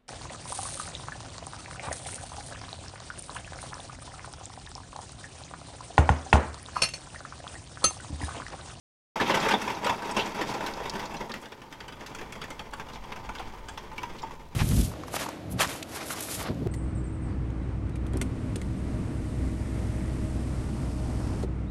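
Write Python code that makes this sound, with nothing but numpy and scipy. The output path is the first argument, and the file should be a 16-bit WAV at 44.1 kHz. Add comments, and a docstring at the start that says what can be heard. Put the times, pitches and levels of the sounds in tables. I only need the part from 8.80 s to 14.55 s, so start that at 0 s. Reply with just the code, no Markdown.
"""Rough asphalt outside a door, then a stockroom floor: a steel cage cart of cardboard boxes is pulled along.
Every bump makes loose steel parts chatter: the deck rings, the tube frame clashes and ticks, the boxes
thud. Between bumps, grit under the casters keeps up a fine rattle. The wheels rumble low beneath it
over a faint hum and hiss of air, and indoors the room answers more strongly."""
import sys
import numpy as np
from scipy import signal
from scipy.fft import rfft, irfft, next_fast_len
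from scipy.io import wavfile
from scipy.ndimage import uniform_filter1d

SR = 44100
rng = np.random.default_rng(int(sys.argv[2]) if len(sys.argv) > 2 else 0)


def transcribe(signal):
    """Save signal, clipped to [-1, 1], as a 16-bit WAV file at the path in sys.argv[1]."""
    frames = np.atleast_2d(signal).T
    limited = np.clip(frames, -1, 1)
    pcm = np.round(limited * 32767).astype(np.int16)
    wavfile.write(sys.argv[1], SR, pcm)


N = 253564
TIME, RING_TIME = np.arange(N) / SR, np.arange(SR // 3) / SR
START_S, INDOORS_S = .357, 2.5
FIRM_DB = -30  # the level of a firm shake

# The wheel bumps that stand out. Each row: time in seconds, strength in dB, weight in dB
# (near 0 the whole load drops, far below only the frame clacks).
BUMPS = [(0.4, -25, -6), (0.4119, -25.5, -5), (0.4957, -21, -3.5), (0.5438, -17.5, -11.5),
         (.627, -24.5, -9.5), (0.6551, -27.5, -4), (0.6866, -21.5, -25), (0.7088, -18.5, -10),
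         (0.734, -23, -3.5), (0.8154, -27.5, -32), (0.8758, -25, -7.5), (0.9011, -26.5, -6),
         (1.0444, -24, -12.5), (1.0661, -21, -9), (1.0943, -21, -7), (1.2221, -31, -8), (1.247, -34, -10),
         (1.3668, -20, -8.5), (1.379, -24.5, -6.5), (1.3904, -30, -12), (1.46, -35, -20),
         (1.589, -29, -3.5), (1.6117, -22, -8), (1.742, -30.5, -4), (1.8065, -31, -5), (1.8628, -26, -32),
         (2.003, -35, -1), (2.0558, -29, -7), (2.134, -35.5, -1), (2.153, -31.5, -6.5), (2.194, -31.5, -37),
         (2.342, -33, -5.5), (2.408, -31.5, -4), (2.4951, -34.5, -6.5), (2.5387, -32, -14.5),
         (2.559, -40, -17), (2.656, -37, -12), (2.7212, -37, -10.5), (2.817, -39.5, -11),
         (2.926, -35.5, -23), (3.0041, -33.5, -17.5), (3.0813, -35, -15.5), (3.124, -37, -12),
         (3.2082, -36.5, -10), (3.262, -36, -53), (3.3489, -34, -26), (3.3868, -34.5, -18),
         (3.4131, -35, -7), (3.5233, -33.5, -18), (3.553, -37, -8), (3.6162, -29.5, -17),
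         (3.64, -32.5, -12.5), (3.705, -32, -15.5), (3.794, -32, -11.5), (3.935, -33.5, -9),
         (3.9974, -34.5, -9), (4.086, -40.5, -12), (4.1567, -38.5, -7.5), (4.239, -40.5, -6.5),
         (4.3198, -34, -9.5), (4.36, -36, -12), (4.4907, -34, -6.5), (4.552, -32.5, -19),
         (4.595, -34.5, -9.5), (4.8852, -33.5, -12.5), (4.975, -32.5, -12.5), (5.116, -43, -1.5),
         (5.1799, -32, -13), (5.232, -31, -21), (5.4303, -40, 3.5), (5.509, -41.5, -6.5)]
# The tone of the whole load's dense, short-lived modes.
# Each row: frequency in Hz, relative spectral level in dB outdoors, the same indoors.
LOAD = np.array([(60, -13, -13), (112, -5.5, -1.5), (203, 1.5, 7.0), (302, 1.0, 3.5), (536, -0.5, 1),
        (760, -2.5, -1.0), (910, 3.0, 2), (1370, -2, 1.5), (2090, 1.0, 1.0), (3590, -7.5, -5.0),
        (4020, -12.0, -14.5), (5660, -9.0, -12.5), (8700, -22.5, -25.0), (12800, -24.5, -28.0),
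        (16000, -42, -44)])


def gain_of(db):
    """Decibels to amplitude."""
    return 10 ** (np.asarray(db) / 20)


def unit_rms(x):
    """Scales to an rms of 1."""
    return x / np.sqrt(np.mean(x ** 2) + 1e-20)


def at_hz(points, hz):
    """Reads a curve on a log-frequency axis."""
    f, value = np.transpose(points)
    return np.interp(np.log(hz + 1), np.log(f + 1), value)


def at_time(points, s=TIME):
    """Reads a curve over time."""
    return np.interp(s, *np.transpose(points))


def grown(db, growth):
    """Scales a level's distance from that of a firm shake."""
    return FIRM_DB + growth * (db - FIRM_DB)


def add(mix, s, sound):
    """Mixes a sound in at s seconds."""
    part = mix[max(round(s * SR), 0):][:len(sound)]
    part += sound[:len(part)]


def noise(spectrum, size):
    """Noise coloured by a curve of dB over Hz."""
    hz = np.fft.rfftfreq(size, 1 / SR)
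    return unit_rms(irfft(rfft(rng.standard_normal(size)) * gain_of(at_hz(spectrum, hz)), size))


def band_noise(hz, octaves, size):
    """Noise in one broad resonance with steep skirts."""
    f = np.fft.rfftfreq(size, 1 / SR) + 1
    skirts = (1 + (np.log2(f / hz) / octaves) ** 2) ** 2
    return unit_rms(irfft(rfft(rng.standard_normal(size)) / skirts, size))


def damped(x, t60s):
    """Lets each band die at its own speed."""
    hz, t, bands = signal.stft(x, SR, nperseg=256)
    fade = gain_of(-60 * t / at_hz(t60s, hz)[:, None])
    return signal.istft(bands * fade, SR)[1][:len(x)]


def registers(x):
    """Splits the cart's sound into four bands: boxes, deck, frame, ticks."""
    # The three crossovers in Hz, low to high.
    edges_hz = [720, 1150, 4300]
    size = next_fast_len(len(x) + SR // 20)
    hz = np.fft.rfftfreq(size, 1 / SR)
    lowpasses = [1 / (1 + (hz / edge) ** 14) for edge in edges_hz]
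    bands = np.diff(lowpasses, axis=0, prepend=0, append=1)
    return irfft(bands * rfft(x, size), size)[:, :len(x)]


def strike_colour(x, step_hz=260, depth_db=2.8):
    """Each blow lands on another spot, which lifts some pitches and mutes others."""
    hz, knots = np.fft.rfftfreq(len(x), 1 / SR), np.arange(0, SR / 2, step_hz)
    colour_db = depth_db * np.interp(hz, knots, rng.standard_normal(len(knots)))
    return irfft(rfft(x) * gain_of(colour_db), len(x))


def chatter(peak_s, rebounds_per_s=1000):
    """A flurry of contacts that swells to its peak and dies away."""
    age = RING_TIME[:SR // 16] / peak_s
    contacts = rng.choice([-1, 1], len(age)) * (rng.random(len(age)) < rebounds_per_s / SR)
    contacts[int(peak_s * SR)] = 1  # the main landing
    return contacts * rng.uniform(0.34, 1, len(age)) * age * np.exp(1 - age)


def blows(rows, octaves, t60, rise_s):
    """Single contacts, each in one broad resonance that dies at once."""
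    out, t = np.zeros(N), RING_TIME[:SR // 6]
    fade, attack = gain_of(-60 * t / t60), 1 - np.exp(-t / rise_s)
    for s, hz, db in rows:
        blow = fade * band_noise(hz, octaves, len(t))
        blow *= np.linalg.norm(fade) / np.linalg.norm(blow)
        add(out, s, gain_of(db) * attack * blow)
    return out


def air():
    """A steady, faint bed: low hum and a thin hiss."""
    # Its tone. Each row: frequency in Hz, relative spectral level in dB.
    spectrum = [(40, 12), (150, 14), (400, -32), (1000, -31), (2000, -35), (4000, -7), (5900, -34),
                (8000, -24), (16000, -21)]
    return gain_of(-57) * noise(spectrum, N)


def wheel_rumble():
    """Wheels rolling on the ground make a deep rumble."""
    # Its swell. Each row: time in seconds, relative level in dB.
    swell = [(.4, -68), (1.5, -56), (2.4, -50), (2.75, -78), (3.3, -52.5), (4, -51), (4.9, -47),
             (5.75, -49.5)]
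    # Its tone. Each row: frequency in Hz, relative spectral level in dB.
    spectrum = [(15, 15), (26, -22), (35, 9), (48, 13), (70, 1), (115, 1), (200, -11), (500, -49)]
    return gain_of(4.0 + at_time(swell)) * noise(spectrum, N)


def room(x, delay_s=0.0029):
    """Diffuse reflections from walls and shelves."""
    # The reverb's length. Each row: frequency in Hz, t60 in seconds.
    t60s = [(150, 1), (1000, 0.3), (4000, 0.33), (14000, 0.83)]
    tail = damped(rng.standard_normal(SR // 2), t60s)
    tail *= np.clip(np.arange(len(tail)) / SR / delay_s - 1, 0, 1)
    return signal.oaconvolve(x, tail / np.linalg.norm(tail))[:N]


def scuffs(octaves=0.95, grain_db=3):
    """Wheels and cardboard slide briefly, gritty from sticking and slipping."""
    # Each row: start in seconds, length in seconds, pitch in Hz, level in dB.
    slides = [(1.645, 0.094, 4130, -43.5), (2.597, .045, 7460, -57), (2.603, .045, 7500, -59),
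              (4.109, 0.073, 3950, -50), (4.557, 0.14, 2400, -55), (5.366, 0.052, 3450, -48)]
    out = np.zeros(N)
    for s, length_s, hz, db in slides:
        size = int(length_s * SR)
        grain = gain_of(grain_db * unit_rms(uniform_filter1d(rng.standard_normal(size), size=100)))
        add(out, s, gain_of(db) * np.hanning(size) * unit_rms(grain * band_noise(hz, octaves, size)))
    return out


def shaking(stir_db=-14, rise_s=.024, fall_s=.052):
    """The cart's shaking in dB: the ground's share, and a swell round each bump that settles again."""
    # How hard the ground shakes the cart, fainter with distance. Each row: time in seconds, level in dB.
    rolling = [(.36, -31.5), (.68, -29), (.99, -37), (1.19, -37), (1.48, -33), (1.9, -37.5), (2.2, -35.5),
               (2.47, -42.5), (2.6, -43.5), (2.86, -49), (3.25, -44), (3.85, -46.5), (4.15, -44),
               (4.42, -44.5), (4.63, -42.5), (4.8, -47), (5.45, -42), (5.64, -49.5)]
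    power = gain_of(at_time(rolling)) ** 2
    lag = np.arange(-SR // 20, SR // 4) / SR
    swell = np.exp(np.minimum(lag / rise_s, -lag / fall_s))
    for s, strength_db, _ in BUMPS:
        add(power, s + lag[0], (gain_of(strength_db + stir_db) * swell) ** 2)
    return 10 * np.log10(power)


def wire_ticks(per_s=70, under_db=-17, spread_db=5, low_hz=3800, high_hz=11000, tilt_db=-7):
    """Dry ticks of wire on wire follow the shaking: a few sharp, most faint, the higher the weaker."""
    when, height, luck = rng.random((int(per_s * N / SR), 3)).T
    at = (when * N).astype(int)
    hz = low_hz * (high_hz / low_hz) ** height
    accent = np.minimum(-np.log(1 - luck), 2)
    db = shaking()[at] + under_db + tilt_db * height + spread_db * accent
    return blows(zip(at / SR, hz, db), octaves=0.78, t60=0.015, rise_s=.0001)


def chinks(octaves=.476, bounce_s=0.0035, t60=.04, count=40):
    """Thin parts (washers, caster forks, latches) bounce and ring on a cluster of close high modes."""
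    # Each row: start in seconds, pitch in Hz, relative level in dB.
    hits = [(0.548, 6140, -38), (0.597, 5960, -35.5), (0.683, 7040, -37), (0.817, 7970, -45),
            (0.945, 4650, -42.5), (1.041, 6740, -39), (1.308, 7140, -39), (1.363, 6930, -35),
            (1.456, 5900, -43), (1.739, 6030, -41.5), (2.252, 5600, -42), (2.366, 4660, -41.5),
            (3.266, 5240, -47), (4.889, 6780, -46.5), (4.976, 4810, -48), (5.417, 5340, -45)]
    out, t = np.zeros(N), RING_TIME[:SR // 20]
    for s, hz, db in hits:
        place, strength, phase = rng.uniform(-1.2, 1, (3, count, 1))
        modes = strength * np.sin(2 * np.pi * (hz * 2 ** (octaves * place) * t + phase))
        ring = modes.sum(0) * gain_of(-60 * t / t60)
        chink = signal.fftconvolve(chatter(bounce_s, rebounds_per_s=840), ring)
        add(out, s, gain_of(db - 4) * chink / chink[:SR // 70].std())
    return out


def clinks(detune=0.06, partner_db=1, bounce_s=0.0012):
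    """A loose part bounces and sings on one mode; three close partners beat against it and die sooner."""
    # Short, hollow notes. Each row: start in seconds, pitch in Hz, level in dB, t60 in seconds.
    hits = [(.738, 3580, -24.5, 0.13), (3.936, 1507, -35, 0.055), (3.998, 1590, -32, 0.069),
            (4.494, 1280, -32.5, 0.051), (4.6, 773, -34.5, 0.17), (4.977, 1061, -39.5, 0.19),
            (5.18, 2290, -31, 0.096), (5.232, 945, -30, 0.2), (5.428, 954, -33.5, 0.06)]
    out, t = np.zeros(N), RING_TIME
    for s, hz, db, t60 in hits:
        fade = gain_of(-60 * t / t60)
        partners = np.zeros(len(t))
        for _ in range(3):
            partner_hz = hz * (1 + detune * rng.standard_normal())
            partners += np.sin(2 * np.pi * (partner_hz * t + rng.random()))
        ring = fade * (np.sin(2 * np.pi * hz * t) + gain_of(partner_db) * fade * partners)
        clink = signal.fftconvolve(chatter(bounce_s, rebounds_per_s=590), ring)
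        add(out, s, gain_of(db) * clink * np.linalg.norm(fade) / np.linalg.norm(clink) / np.sqrt(2))
    return out


def snaps(crack_db=3, crack_s=.00025, bounce_s=.0015, ring_db=-2):
    """Steel meets steel: an instant, bright crack with a few rebounds, then a brief ring."""
    # Hard, dry clicks. Each row: time in seconds, pitch in Hz, relative level in dB.
    hits = [(0.411, 2800, -40), (1.095, 1200, -31), (1.808, 1690, -29.5), (1.937, 4640, -35.5),
            (2.097, 4900, -26.5), (2.5113, 1500, -34), (2.518, 3900, -30.5), (2.5405, 13000, -54),
            (2.541, 2630, -30.5), (2.925, 8000, -62), (3.005, 4150, -45), (3.082, 7500, -47),
            (3.264, 8000, -49), (3.35, 6800, -40.5), (3.523, 6500, -41.5), (3.704, 7350, -40.5),
            (3.794, 2680, -32.5), (3.937, 7900, -42), (4.324, 2460, -32.5), (4.586, 3340, -37),
            (4.886, 7000, -41)]
    out = gain_of(ring_db) * blows(hits, octaves=0.58, t60=0.029, rise_s=0.00022)
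    t = RING_TIME[:SR // 100]
    for s, hz, db in hits:
        crack = np.sin(2 * np.pi * hz * t) * np.exp(-t / crack_s)
        cracks = signal.fftconvolve(chatter(bounce_s, rebounds_per_s=600), crack)
        add(out, s - bounce_s, gain_of(db + crack_db) * cracks / abs(cracks).max())
    return out


def clanks(octaves=.6, bounce_s=0.0046, t60=0.081):
    """Side frames bang in their sockets: many rebounds into a broad crowd of short-lived tube modes."""
    # Each row: start in seconds, pitch in Hz, level in dB.
    hits = [(.396, 1400, -28), (.407, 2770, -33), (.458, 3020, -37), (.503, 3000, -32.5),
            (0.654, 1700, -35), (.683, 2000, -34), (.709, 1700, -32), (.714, 3040, -34.5),
            (1.06, 2850, -38), (1.39, 3200, -30), (1.408, 3200, -42)]
    out, t = np.zeros(N), RING_TIME[:SR // 8]
    for s, hz, db in hits:
        ring = band_noise(hz, octaves, len(t)) * gain_of(-60 * t / t60)
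        clank = signal.fftconvolve(chatter(bounce_s, rebounds_per_s=1600), ring)
        add(out, s, gain_of(db) * clank / clank[:SR // 40].std())
    return out


def box_thuds():
    """Boxes lift and land back on the deck with a soft, dull attack."""
    # Each row: start in seconds, pitch in Hz, level in dB.
    landings = [(.405, 219, -19.5), (.411, 395, -22), (.497, 258, -32), (.535, 205, -27), (.618, 190, -23),
                (.655, 450, -18), (.708, 255, -27), (.732, 217, -23), (.733, 427, -20), (.734, 760, -16.5),
                (1.054, 215, -34), (1.057, 540, -20), (1.366, 260, -19), (1.372, 475, -32),
                (1.385, 214, -21.5), (2.506, 280, -33), (4.491, 257, -39), (4.886, 252, -40),
                (5.232, 305, -35)]
    return blows(landings, octaves=0.34, t60=0.062, rise_s=0.0054)


def steel_ring(indoors, detune=.02):
    """Deck and frame ring from one contact point, which favours some modes and detunes them a little."""
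    # The steel's modes. Each row: pitch in Hz, t60 in seconds (held to .03-.16 below),
    # relative level in dB outdoors, the same indoors.
    modes = [(207.7, 0.1, -6, -25), (405, 0.1, -3.5, -10), (817, 0.09, 0.5, -39), (890.3, 0.16, -1, 2.5),
             (916, 0.037, 5.5, -2), (1008.6, 0.099, -3.5, -1.5), (1375, 0.059, 0, -19),
             (1512, 0.19, -2, -3), (1887, 0.17, -8, -14), (2685, 0.085, -2.5, -9), (3247, 0.17, -0.5, -3),
             (3480, 0.068, -49, -8), (3440, 0.075, -4, -42), (3704, 0.12, -6.5, -42), (4650, 0.058, -9, -9),
             (4900, 0.14, -11, -19), (6500, .12, -36, -40)]
    hz, t60, out_db, in_db = np.transpose(modes)[:, :, None]
    offset, share, phase = rng.standard_normal((3, len(modes), 1))
    t = RING_TIME[:SR // 6]
    fade = gain_of(-60 * t / np.clip(t60, .03, .16))
    waves = np.sin(2 * np.pi * (hz * (1 + detune * offset) * t + phase)) * fade
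    waves /= np.linalg.norm(waves, axis=1, keepdims=True)
    return (share * gain_of(in_db if indoors else out_db) * waves).sum(0)


def joint_ring(indoors, low_hz=1300, high_hz=9500, t60=0.046, count=16):
    """Each loose joint (bolt, washer, caster fork) has a few modes of its own."""
    t = RING_TIME[:SR // 6]
    height, phase = rng.random((2, count, 1))
    hz = low_hz * (high_hz / low_hz) ** height
    strength = gain_of(at_hz(LOAD[:, [0, 1 + indoors]], hz)) * np.sqrt(hz)
    ring = (strength * np.sin(2 * np.pi * (hz * t + phase))).sum(0) * gain_of(-60 * t / t60)
    return ring / np.linalg.norm(ring)


def cart_ring(indoors, steel_db, joint_db):
    """The cart's answer to one contact: the dull mass of the load, the steel and the struck joint."""
    # How fast the load dies away. Each row: frequency in Hz, t60 in seconds.
    t60s = [(150, 0.12), (700, 0.14), (3000, 0.082), (12000, 0.081)]
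    steel = gain_of(steel_db) * steel_ring(indoors)
    load = damped(noise(LOAD[:, [0, 1 + indoors]], len(steel)), t60s)
    return load / np.linalg.norm(load) + steel + gain_of(joint_db) * joint_ring(indoors)


def rattle(indoors, contacts_per_s, lumpy_db, drum_db, frame_db, tick_db, spread_db=3, count=20):
    """Grit under the casters shakes the loose joints in little flurries, each with its own ring."""
    knots = np.arange(0, N, SR // 70)
    flurries = gain_of(lumpy_db * np.interp(np.arange(N), knots, rng.uniform(-1.18, 1, len(knots))))
    accents = gain_of(spread_db * np.minimum(rng.exponential(1, N), 2))
    contacts = flurries * accents * rng.choice([-1, 1], N)
    contacts *= rng.random(N) < contacts_per_s / SR
    shaken, struck = np.zeros(N), rng.integers(0, count, N)
    for k in range(count):
        joint = strike_colour(cart_ring(indoors, steel_db=-14.0, joint_db=-19.5))
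        shaken += signal.oaconvolve(contacts * (struck == k), unit_rms(joint[:SR // 8]))[:N]
    boxes, deck, frame, ticks = registers(shaken)
    shaking_db = shaking()
    drumming = gain_of(drum_db + shaking_db) * unit_rms(boxes + deck)
    # Loose tubes wake up when shaken hard, and the fine ticks fall behind them.
    jangle = unit_rms(frame + gain_of(tick_db - 0.35 * (shaking_db - FIRM_DB)) * ticks)
    return drumming + gain_of(frame_db + grown(shaking_db, growth=1.496)) * jangle


def bumps(joints, jolt_s=.004, tap_s=.0016, thud_db=-3, deck_db=-5, clash_db=-11, tick_db=-23.5):
    """A wheel drops into a crack or over a sill; two loose joints jump and land, ringing the cart."""
    # How far a bump's weight rings the deck rather than thudding in the boxes.
    # Each row: time in seconds, dB given to the deck and taken from the boxes.
    deck_share = [(.4, -0.5), (.75, 3.5), (1.1, 6), (1.37, 0), (2.2, 0), (3.0, -2.5), (3.7, -2), (4.0, 6)]
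    out = np.zeros(N)
    for s, strength_db, weight_db in BUMPS:
        peak_s = np.interp(s, [1.4, INDOORS_S], [jolt_s, tap_s])  # longer chatter on rough ground
        struck = rng.choice(joints[int(s > INDOORS_S)], 2, replace=False)
        rung = sum(signal.fftconvolve(chatter(peak_s), joint) for joint in struck)
        bands = registers(strike_colour(rung)[:SR // 5])
        bands /= bands[:, :SR // 40].std(axis=1, keepdims=True) + 1e-12
        load_db, share_db = strength_db + weight_db, at_time(deck_share, s)
        # The small ticks grow more slowly than the frame's clash, and weight damps them.
        fine_db = grown(strength_db, growth=0.91) - 0.16 * weight_db
        gains = gain_of([load_db - share_db + thud_db, load_db + share_db + deck_db,
                         strength_db + clash_db, fine_db + tick_db])
        add(out, s - .8 * peak_s, gains @ bands)
    return out


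def scene():
    """The cart outdoors by a brick wall, then in the stockroom."""
    joints = [[cart_ring(indoors, steel_db=-12.5, joint_db=-11.0) for _ in range(48)]
              for indoors in (False, True)]
    inside = np.clip((TIME - INDOORS_S) * 20 + .5, 0, 1)  # 50 ms crossfade at the door
    outside = 1 - inside
    asphalt = rattle(False, contacts_per_s=1100, lumpy_db=4.5, drum_db=-2.0, frame_db=-5, tick_db=-1.5)
    concrete = rattle(True, contacts_per_s=650, lumpy_db=5.5, drum_db=-3.5, frame_db=-2.5, tick_db=-2.5)
    impacts = box_thuds() + bumps(joints) + clanks() + clinks() + chinks() + wire_ticks() + snaps()
    cart = impacts + scuffs() + outside * asphalt + inside * concrete
    walls = room(cart * (gain_of(-14.5) * outside + gain_of(-9.5) * inside))
    fade_in = np.clip((TIME - START_S) * 500, 0, 1)
    return (fade_in * (cart + walls + wheel_rumble() + air()))[None]


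def record(dry):
    """Cuts the treble above 15.9 kHz."""
    lowpass = signal.firwin(511, 15900, window=("kaiser", 9), fs=SR)
    return signal.oaconvolve(dry, lowpass[None], "same")


dry = scene()
out = record(dry)
transcribe(out)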